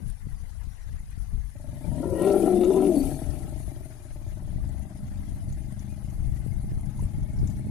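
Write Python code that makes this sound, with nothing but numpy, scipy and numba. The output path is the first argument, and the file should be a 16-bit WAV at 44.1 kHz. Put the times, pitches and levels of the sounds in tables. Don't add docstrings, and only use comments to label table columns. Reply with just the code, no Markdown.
import sys
import numpy as np
from scipy import signal
from scipy.io import wavfile
from scipy.ndimage import uniform_filter1d
from numba import njit

SR = 44100
rng = np.random.default_rng(int(sys.argv[2]) if len(sys.argv) > 2 else 0)


def inscribe(sig):
    pcm = np.round(np.clip(np.atleast_2d(sig).T, -1, 1) * 32767)
    wavfile.write(sys.argv[1], SR, pcm.astype(np.int16))


def gain_from_db(level_db):
    decades = np.asarray(level_db, float) / 20
    return 10 ** decades


N = 339570
T = np.arange(N) / SR
LEFT_DB = 9

# time in seconds, turbulent share 0-1, loudness in dB.
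CALL = [(1.55, 0.05, -59.5), (1.64, 0.4, -52), (1.84, 0.45, -44.5), (2.02, 0.58, -33), (2.28, 0.82, -25.5),
        (2.42, 0.78, -23), (2.55, 0.98, -28), (2.74, 0.99, -25), (2.95, 0.38, -23), (3.03, 1, -29),
        (3.21, 0.76, -43), (3.42, 0.85, -45), (3.58, 0.35, -50), (3.85, 0.37, -52), (3.97, 0.53, -59),
        (4.2, 0.25, -57), (4.6, 0.38, -56.5), (4.9, 0.22, -57.5), (5.2, 1, -63.5), (5.5, 0.46, -59),
        (5.95, 0.2, -60.5), (6.3, 0.8, -63), (7.7, 0.5, -58.5)]
# time in seconds, flaps done so far.
FLAPS = [(0, -33), (1.556, 1), (1.644, 3), (1.805, 7), (1.917, 10), (3.217, 60), (3.478, 67), (3.714, 73),
         (3.853, 76), (4.101, 81), (4.368, 86), (4.744, 93), (4.952, 97), (5.364, 105), (5.569, 109),
         (5.972, 117), (6.88, 135), (7.7, 151.2)]
# time in seconds, even minus odd in dB,
# half length in seconds.
LIMPS = [
    (4.3, 3, 0.14),
    (5.47, -6.5, 0.064),
]


def roarer():
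    (turbulence, loudness_db), (flaps,) = curves(CALL), curves(FLAPS)
    turbulence = np.clip(turbulence, 0, 1)
    scatter = 0.05 + (0.6 - 0.05) * opened((0, 1)) ** 2
    hard_closings = snaps(loudness_db)
    drive = folds(flaps, scatter, turbulence, swells(LIMPS), 1.35) + hard_closings
    voice = throat(drive, hard_closings, turbulence)
    return gain_from_db(loudness_db) * voice * gate(1.52, 9, 0.041) + rasp(drive) + song()


# time in seconds, opening 0-1, jaw resonance in Hz, throat resonance in Hz,
# tongue drawn back 0-1.
MOUTH = [(1.6, 0, 108, 273, 0.43), (1.95, 0.46, 143, 267, 0.13), (2.1, 0.78, 167, 348, 0.89),
         (2.4, 1, 213, 354, 0.1), (2.62, 0.85, 206, 331, 0.68), (2.8, 0.96, 186, 308, 0.12),
         (2.96, .95, 191, 284.6, 0.3), (3.15, 0.39, 135.4, 306.5, 0.07), (4.2, 0, 111.3, 325, 0.16)]


def opened(pair):
    shut, wide = pair
    return shut + (wide - shut) * curves(MOUTH)[0]


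# time in seconds, lift in dB, half length in seconds.
STRAINS = [
    (1.85, 1, 0.093),
    (2.04, 12, 0.014),
    (2.27, 29, 0.21),
    (2.5, 16, 0.042),
    (2.76, 17, 0.16),
    (3.5, 3, 0.092),
]
# centre in Hz, width in Hz, level in dB.
UPPER = [(1359, 82, -3), (1890, 43, -10)]
# centre in Hz, width in Hz, dB mouth shut, dB mouth open.
VALLEYS = [(470, 74, -25.5, -21.5), (818, 53, -30, -30), (692, 98, -34, -19)]


def throat(drive, hard_closings, turbulence):
    _, jaw_hz, throat_hz, tongue = curves(MOUTH)
    third_hz = opened((642, 642)) * (1 - 0.23 * tongue)
    fourth_hz = opened((763, 792)) * (1 - 0.22 * tongue)
    tract = jaw_hz, throat_hz, third_hz, fourth_hz, opened((853, 980))
    widths_hz = 30, 90, 62, 85, 60
    rung = []
    for hz, width in zip(tract, widths_hz):
        unsteady_hz = hz * (1 + 0.035 * turbulence * walk(25))
        rung.append(ring(drive, unsteady_hz, width, 0.8 * turbulence))
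    jaw, second, third, fourth, fifth = rung

    strain_db = swells(STRAINS)
    low_db = opened((12.5, -11)) + swells([(2.61, 7.1, 0.042)])
    mid_db = opened((5, -12)) + 0.39 * strain_db
    upper_db = opened((-5.5, -37)) + strain_db

    fifth_db = swells([(2.405, -16, 0.16), (1.88, 6, 0.14), (2.78, 7, 0.087)])
    sag = 1 - 0.038 * np.clip((T - 2.27) / 0.27, 0, 1)
    late_swells = (3.3, 4.7, 0.05), (2.8, -18, 0.25)
    cavities = 0
    for k, (hz, width, db) in enumerate(UPPER):
        cavity_db = db + 4.8 * walk(16) + swells([late_swells[k]])
        cavities = cavities + (-1) ** k * gain_from_db(cavity_db) * ring(drive, hz * sag, width)
    upper = gain_from_db(fifth_db) * fifth + gain_from_db(-12.5 + 9.7 * turbulence) * cavities

    second_db = -3.5 * gate(2.54, 2.7, 0.081)
    middle = third - gain_from_db(-16.5 + 13.8 * turbulence) * fourth
    voice = gain_from_db(low_db) * jaw - gain_from_db(second_db) * second
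    voice = voice + gain_from_db(mid_db - 5.5) * middle + gain_from_db(upper_db - 6.5) * upper
    voice = voice + gain_from_db(opened((-2, -12))) * ring(drive, 224.5, 99)
    for hz, width, *leak_db in VALLEYS:
        voice = voice + gain_from_db(opened(leak_db)) * level(band(drive, hz, width))
    return voice + gain_from_db(-14.5) * ring(hard_closings, 495, 240)


# time in seconds, peak in dB.
SNAPS = [(2.04, -28), (2.078, -32.5), (2.123, -28), (2.161, -30), (2.181, -30), (2.219, -25), (2.249, -24),
         (2.274, -19.5), (2.301, -24), (2.341, -19.5), (2.383, -27.5), (2.426, -26), (2.453, -29),
         (2.477, -19.5), (2.526, -29), (2.558, -35.5), (2.61, -25), (2.636, -19.5), (2.706, -28),
         (2.746, -27), (2.772, -25), (2.824, -21), (2.852, -26.5), (2.9, -34), (2.941, -29), (2.968, -29),
         (3.089, -36), (3.114, -28), (3.217, -30), (3.29, -37.5)]


def snaps(call_db):
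    out = np.zeros(N)
    for s, db in SNAPS:
        i = int((s - 0.000997) * SR)
        out[i] = np.sqrt(SR / 38) * gain_from_db(db - call_db[i] - 6)
    return out


# time in seconds, half length in seconds, level in dB.
RASPS = [(2.253, 0.057, -51), (2.3, 0.015, -55), (2.62, 0.01, -51), (2.646, 0.009, -50),
         (2.731, 0.018, -52.5), (2.78, 0.015, -55), (2.85, 0.035, -53)]
# centre in Hz, width in Hz, level in dB.
RASP = [(2220, 220, -7), (2780, 260, -3), (3590, 260, -9), (4350, 400, -10)]
# time in seconds, centre in Hz, level in dB.
WANDER = [(2.1, 2750, -80), (2.2, 2900, -59), (2.3, 3100, -67), (2.4, 2700, -85), (2.47, 2720, -64.5),
          (2.52, 3460, -63), (2.65, 3750, -61), (2.75, 3540, -61), (2.8, 3600, -64), (2.86, 2640, -58),
          (2.9, 2700, -70), (2.93, 4470, -72), (2.97, 4470, -52), (3.04, 4650, -59), (3.09, 4400, -68),
          (3.15, 4550, -61), (3.25, 4550, -77)]
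# time in seconds, half length in seconds, level in dB,
# middle pitch in Hz, glide in Hz per second.
SIDE_LINES = [(2.545, .075, -38, 745, -560), (2.55, .08, -36, 200, -60), (2.3, .05, -37, 585, 100),
              (2.92, .05, -38, 645, -250), (2.73, .025, -43, 850, 0), (2.13, .025, -41, 560, 0)]


def rasp(drive):
    harsh = sum(gain_from_db(db) * bump(s, half) for s, half, db in RASPS)
    small = sum(gain_from_db(db + 2.0 * walk(31.3)) * ring(drive, hz, width) for hz, width, db in RASP)
    wander_hz, wander_db = curves(WANDER)
    wandering = gain_from_db(wander_db + 1.4 * walk(30)) * ring(drive, wander_hz, 210) * gate(2.1, 3.25, 0.02)
    wobble, flutter = 0.03 * walk(90), gain_from_db(4 * walk(70))
    lines = sum(whistle(*row, wobble=wobble) for row in SIDE_LINES)
    return harsh * small + wandering + np.sqrt(2) * flutter * lines


# time in seconds, pitch in Hz, level in dB.
SONG = [(2.18, 329.6, -35), (2.224, 346.8, -26), (2.276, 401.5, -22), (2.338, 393.6, -22.5),
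        (2.39, 370.8, -31), (2.432, 324.7, -21), (2.455, 346.3, -26), (2.478, 374.2, -21.5),
        (2.52, 365.8, -24.5), (2.56, 358.5, -24), (2.62, 353.9, -20), (2.668, 356.4, -20.5),
        (2.705, 386.5, -15), (2.728, 350.8, -25), (2.75, 366.7, -24), (2.77, 378.2, -20),
        (2.82, 375.3, -22.5), (2.88, 383.4, -20), (2.908, 346.2, -21), (2.926, 339.3, -30),
        (2.944, 323, -23), (2.968, 281, -18.5), (2.99, 273, -27), (3.03, 269, -30), (3.12, 271, -43)]


def song():
    hz, db = curves(SONG)
    turn = 2 * np.pi * np.cumsum(hz * (1 + 0.016 * walk(70))) / SR
    loudness = np.sqrt(2) * gain_from_db(db + 1.1 * walk(55))
    octave = gain_from_db(-24 + 4.7 * walk(60)) * np.sin(2 * turn)
    return loudness * (np.sin(turn) + octave) * gate(2.17, 3.15, 0.026)


def folds(phase, scatter, turbulence, limp_db=0., uneven_db=1.5):
    hz = np.maximum(np.gradient(phase) * SR, 1)
    phase = np.maximum.accumulate(phase + scatter * walk(30))
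    cycle = np.floor(phase).astype(int)
    size_db = rng.standard_normal(N // 100)[cycle] * uneven_db + limp_db * (-1.) ** cycle
    clicks = np.diff(cycle, prepend=cycle[0]) * np.sqrt(SR / hz)
    puffs = rng.standard_normal(N) * 1.8 * np.exp(-(phase % 1) / 0.6)
    return gain_from_db(size_db) * (np.sqrt(1 - turbulence) * clicks + np.sqrt(turbulence) * puffs)


# time in seconds, level in dB.
ANSWER = [(4.3, -47.5), (4.55, -49.5), (5.0, -50), (6.0, -49.5), (6.89, -49), (7.35, -47), (7.7, -45.5)]
# time in seconds, flaps a second.
ANSWER_HZ = [(4.4, 23.2), (4.64, 23.7), (5.1, 24.4), (6.87, 25.7), (7.0, 25.4), (7.23, 25.9), (7.68, 26.0)]
# centre in Hz, width in Hz, level in dB.
CHEST = [(72.57, 60, 0.5), (128.7, 44, 7.5), (201.6, 35, 4), (269.4, 29.5, -6.5), (313.3, 21, -11.5),
         (788, 37, -17), (2057, 56, -25)]


def answerer():
    (hz,), (db,) = curves(ANSWER_HZ), curves(ANSWER)
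    drive = folds(np.cumsum(hz) / SR, 0.005, 0.02, uneven_db=0.9)
    rise = hz / 24.4
    voice = 0
    for k, (centre, width, chest_db) in enumerate(CHEST):
        voice = voice + (-1) ** k * gain_from_db(chest_db + 1.64 * walk(4.6)) * ring(drive, centre * rise, width)
    return gain_from_db(db - 1) * voice * gate(4.13, 9, 0.54)


# time in seconds, peak in dB, left minus right in dB,
# half length in seconds.
GUSTS = [(-0, -32, 22, 0.11), (0.293, -35.5, 12, 0.055), (0.477, -35, 34, 0.2), (0.897, -35, 11, 0.06),
         (1.025, -37, 26, 0.033), (1.2, -34, 22, 0.016), (1.387, -30.5, 28, 0.056), (1.685, -27, 27, 0.009),
         (2.084, -43, 36, 0.012), (3.064, -26.5, 17, 0.05), (3.3, -31, 32, 0.058), (4.118, -44, 26, 0.074),
         (4.276, -33.5, 30, 0.02), (4.574, -33, 6, 0.11), (4.716, -33, 38, 0.098), (5.248, -37, 2, 0.2),
         (5.53, -36.5, -2, 0.045), (5.917, -40.5, 7, 0.041), (6.263, -29.5, 13, 0.088),
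         (6.718, -38, -17, 0.087), (6.77, -29.5, 5, 0.042), (7.017, -32.5, 5, 0.055),
         (7.184, -42, -23, 0.069), (7.231, -25.5, 7, 0.01), (7.407, -26.5, 2, 0.048),
         (7.678, -40, -2, 0.14)]
# time in seconds, port 0 left 1 right, level in dB, sharpness in ms.
SLAPS = [(0.271, 0, -12.5, 1.6), (0.285, 0, -46, 2.6), (0.672, 0, -16, 2.2), (0.912, 1, -51, 2.3),
         (1.178, 0, -15, 1.8), (1.35, 1, -18, 2.3), (1.378, 0, -14.5, 2.8), (4.562, 0, -11.5, 1.5),
         (6.464, 0, -12.5, 0.93), (6.644, 1, -15.5, 1.23), (6.721, 1, -14.5, 0.99), (6.775, 0, -10, 1.5),
         (6.836, 0.77, -27, 3), (7.026, 0, -18.5, 0.58), (7.184, 1, -11, 1.7), (7.431, 0, -6, 1.2),
         (7.439, 1, -15, 1.4), (7.597, 1, -19, 1.1), (7.67, 1, -12, 0.94)]
# time in seconds, level in dB, extra reach in dB per octave.
BREEZE = [(0, -53.5, 1), (1.0, -41.5, -6.5), (1.9, -40.5, 3.5), (2.85, -39, -8.5), (3.5, -39.5, 2.5),
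          (4.15, -36, -5), (5.0, -50.5, 2.5), (6.0, -35, -1.5), (6.6, -35, -1.5), (7.7, -43.5, 4.5)]
# time in seconds, change in dB, half length in seconds.
LULLS = [
    (.2, -11, 0.029),
    (.79, -5, 0.047),
    (1.05, 3, 0.15),
    (1.52, -2.5, 0.11),
    (4.0, -6.5, 0.18),
]
# frequency in Hz, level in dB per Hz.
WIND = [(15, -4), (38, -2), (70, -2), (108, -5), (150, -10), (190, -18), (270, -36), (400, -54), (600, -64)]


def wind():
    def share(pan_db):
        return gain_from_db(12) / (1 + gain_from_db(-2 * pan_db))

    breeze_db, calm_reach_db = curves(BREEZE)
    lull_db = swells(LULLS)
    ports = []
    for side in (1, -1):
        calm = gain_from_db(2 * (breeze_db + lull_db)) * share(side * 11)
        gusty = calm
        for s, db, pan_db, half in GUSTS:
            gusty = gusty + gain_from_db(2 * db) * share(side * pan_db) * bump(s, half)
        port_db = 10 * np.log10(gusty)
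        reach_db = calm_reach_db + 0.51 * lull_db - 0.22 * 10 * np.log10(gusty / calm)
        lump, air, rumble = walk(28), rng.standard_normal((2, N)), 0
        for k, hz in enumerate(16 * 2 ** np.arange(0, 5.3, .5)):
            octaves_up = max(np.log2(hz / 45), 0)
            swing_db = octaves_up * (reach_db + 1.7 * lump) + 1.1 * lump + 1.2 * walk(8)
            rumble = rumble + gain_from_db(colour(WIND, hz) + swing_db) * band(air[k % 2], hz, hz / 5.03)
        rumble = rumble / np.std(band(rumble, 37, 73)) * gain_from_db(-0.5)
        passing = rng.random(N) < 22 / SR
        eddies = passing * rng.laplace(size=N) * gain_from_db(-2.0 + 4.3 * reach_db)
        eddies = signal.fftconvolve(eddies, cusp(.05, 2.6)[:SR // 10], "same")
        ports.append(gain_from_db(port_db) * (rumble + eddies))
    ports = np.array(ports)
    for s, port, slap_db, ms in SLAPS:
        ports[int(port)] += gain_from_db(slap_db) * cusp(s, ms)
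    return ports


def cusp(s, ms):
    u = (T - s) * 1000 / ms
    return 1.6 * np.exp(-np.sqrt(u ** 2 + .25)) - .35 * np.exp(-(u / 4.5) ** 2)


# frequency in Hz, level in dB per Hz.
RIVER = [(450, -6.5), (760, 1.5), (1300, -4), (2100, -1), (2600, -5.5), (3600, -7), (5500, -7.5),
         (6700, -4.5), (8000, -10.5), (9100, -7), (10200, 0), (11400, -10.5), (13000, -13.5),
         (15300, -20.5)]
# frequency in Hz, left minus right in dB.
BALANCE_DB = [(500, 5), (1300, 11), (2400, 10.5), (4400, 4.5), (9500, 11), (15000, 14.5)]


def river():
    hz, s, cells = signal.stft(rng.standard_normal((2, N)), SR, nperseg=1024)
    hz = np.maximum(hz, 1)[:, None]
    shape = cells.shape[1:]
    lift_db = noise_filter()[np.minimum(s * SR, N - 1).astype(int)]
    treble_db = -63.5 + lift_db
    middle_db = -63.5 - 2.5 + 0.68 * lift_db
    lapping_db = -59.5 + 0.35 * (treble_db - treble_db.mean())
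    shape_db = colour(RIVER, hz)
    gain_db = np.zeros(shape)
    for lo, hi, db in ((0, 2197, lapping_db), (2193, 7700, middle_db + 2.0), (7698.0, SR, treble_db + 3.0)):
        part = (hz >= lo) & (hz < hi)
        gain_db += part * (shape_db + db - 10 * np.log10(np.mean(part * gain_from_db(2 * shape_db))))
    blotch_db = 1.64 * patches(shape, bins=150, frames=1.5) + 2.0 * patches(shape, bins=12, frames=3)
    blotch_db = blotch_db + 3.68 * patches(cells.shape, bins=2.2, frames=2.5)
    threshold = 1.8 - 1.1 * np.exp(-((hz - 5470) / 200) ** 2)
    hole_db = -22 * (patches(shape, bins=6, frames=5) > threshold) * (hz > 1800)
    side_db = -colour(BALANCE_DB, hz) * np.array([0, 1])[:, None, None]
    cells = cells * gain_from_db(gain_db + blotch_db + hole_db + side_db)
    return signal.istft(cells, SR, nperseg=1024)[1][:, :N] + drips() + bubbles()


# time in seconds, lift in dB, half length in seconds.
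SURGES = [(0.09, 6.5, 0.022), (0.954, -1, 0.71), (1.22, 6, 0.016), (1.9, 3.5, 0.24), (2.247, 5.5, 0.076),
          (2.4, 5.5, 0.1), (3.045, 4, 0.084), (5.605, 1.5, 0.59), (6.349, 2, 0.28), (7.02, 7, 0.039),
          (7.498, 3, 0.1)]


def noise_filter():
    step = 1 / (0.23 * SR)
    return 18 * signal.lfilter([step], [1, step - 1], curves(MOUTH)[0]) + swells(SURGES)


def patches(shape, bins, frames):
    field = uniform_filter1d(rng.standard_normal(shape), int(bins), axis=-2)
    field = uniform_filter1d(field, int(frames), axis=-1)
    return field / field.std()


# time in seconds, peak in dB, pitch in Hz, left minus right in dB.
DRIPS = [(0.099, -37, 9500, 13), (0.2994, -48, 10700, 20), (0.6054, -68, 10300, 16),
         (0.6549, -68, 9850, 13), (1.105, -45, 10800, 26), (1.5005, -46, 9800, 18),
         (2.219, -25.5, 10000, 30), (2.643, -34, 6570, 13), (4.331, -48, 10000, 20),
         (4.689, -42.5, 7700, 14.5), (4.793, -43.5, 11000, 16), (4.9726, -46.5, 9400, 9),
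         (5.5246, -40, 6640, 8), (5.7229, -44, 9400, 8), (5.793, -39.5, 6200, 17), (6.101, -45, 6430, 15),
         (6.4708, -44, 10500, 15), (6.808, -40.5, 9900, 12), (6.9924, -47, 6600, 7),
         (7.035, -42.5, 8200, 10), (7.388, -45, 5170, 10), (7.4733, -35.5, 6800, 20), (7.5, -42, 6870, 16)]


def drips():
    out, spray = np.zeros((2, N)), rng.standard_normal((2, N))
    for s, db, hz, pan_db in DRIPS:
        u = np.maximum(T - s, 0)
        ringing = band(spray[0], hz, hz / 5) * 4 * np.exp(-u / 0.0086)
        splash = ringing + spray[1] * 0.5 * np.exp(-u / 0.0053)
        out += gain_from_db(db - 7.0) * np.clip(u / 0.00073, 0, 1) * splash * np.array([[1], [gain_from_db(-pan_db)]])
    return out


# time in seconds, level in dB, pitch in Hz, 60 dB decay in seconds.
BUBBLES = [
    (4.6, -55, 1120, .03),
    (6.991, -37, 880, .018),
]


def bubbles():
    out = np.zeros((2, N))
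    for s, db, hz, t60 in BUBBLES:
        u = np.maximum(T - s, 0)
        tone = np.sin(2 * np.pi * hz * u * (1 + 0.0024 * u / t60 ** 2))
        swell = (u / t60 * 9) * np.exp(-u * 5 / t60)
        out += gain_from_db(db) * tone * swell * np.array([[1], [gain_from_db(-LEFT_DB)]])
    return out


# time in seconds, half length in seconds, level in dB, middle pitch in Hz,
# glide in Hz per second, share the pitch sags at the ends.
BIRD = [
    (5.915, .04, -63.5, 2480, 600, .09),
    (.716, .018, -67, 5700, 0, 0),
    (.757, .014, -69, 5580, -2500, 0),
    (.825, .017, -66, 5820, -7000, 0),
    (.84, .012, -69, 5300, -9000, 0),
]


def bird():
    return sum(whistle(*row) for row in BIRD)


def whistle(s, half, db, hz, glide, sag=0., wobble=0.):
    u = np.clip(T - s, -3 * half, 3 * half)
    pitch = (hz + glide * u) * (1 - sag * np.minimum((u / half) ** 2, 2)) * (1 + wobble)
    return gain_from_db(db) * bump(s, half) * np.sin(2 * np.pi * np.cumsum(pitch) / SR)


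def ring(drive, hz, width, hold=0.):
    y = svf(band(drive, hz, 1.25 * width), hz + np.zeros(N), 1.8 * width) * np.sqrt(SR / width / 2.48)
    power = uniform_filter1d(uniform_filter1d(y ** 2, size=900), size=900)
    return y / (power + 0.18) ** (hold / 2)


def band(x, hz, width):
    hz = np.clip(hz + np.zeros(N), 5, SR * .45)
    return svf(svf(x, hz, 1.325 * width), hz, 1.325 * width)


@njit
def svf(x, hz, width):
    y, b, l = np.empty(len(x)), 0., 0.
    for i in range(len(x)):
        g, k = np.tan(np.pi * hz[i] / SR), width / hz[i]
        v = (b + g * (x[i] - l)) / (1 + g * (g + k))
        b, l, y[i] = 2 * v - b, l + 2 * g * v, k * v
    return y


def walk(rate):
    k = int(SR / rate)
    held = np.repeat(rng.standard_normal(N // k + 1), k)
    return 1.3 * uniform_filter1d(uniform_filter1d(held, k), k)[:N]


def curves(table):
    s, *columns = np.transpose(table)
    return [np.interp(T, s, c) for c in columns]


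def colour(table, hz):
    table_hz, db = np.transpose(table)
    return np.interp(np.log(hz), np.log(table_hz), db)


def swells(rows):
    return sum(db * bump(s, half) for s, db, half in rows)


def bump(s, half):
    return np.exp(-((T - s) / half) ** 2)


def gate(t0, t1, fade):
    return np.clip((T - t0) / fade, 0, 1) * np.clip((t1 - T) / fade, 0, 1)


def level(x):
    return x / np.sqrt(np.mean(x ** 2, axis=-1, keepdims=True))


def scene():
    voices = roarer() + answerer() + bird()
    u = T[:SR // 2]
    paths = rng.standard_normal((3, len(u)))
    decay = np.exp(-u * np.log(1000) / 0.28) * (u > .012)
    bank = level((paths[0] + 0.27 * paths[1:]) * decay) / np.sqrt(len(u))
    echo = signal.fftconvolve(voices[None], bank, axes=1)[:, :N]
    ports = np.array([[1], [gain_from_db(-LEFT_DB)]]) * 2 / (1 + gain_from_db(-LEFT_DB))
    return ports * (voices + gain_from_db(-12) * echo) + wind() + river()


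def band_limit(x):
    return signal.sosfilt(signal.butter(12, 15290, fs=SR, output="sos"), x)


def record(dry):
    x = np.tanh(1.221 * dry) / 1.267 * gate(-1, N / SR, 0.0012)
    x = signal.sosfilt(signal.ellip(8, .2, 60, 15300, fs=SR, output="sos"), x)
    return band_limit(x)


dry = scene()
out = record(dry)
inscribe(out)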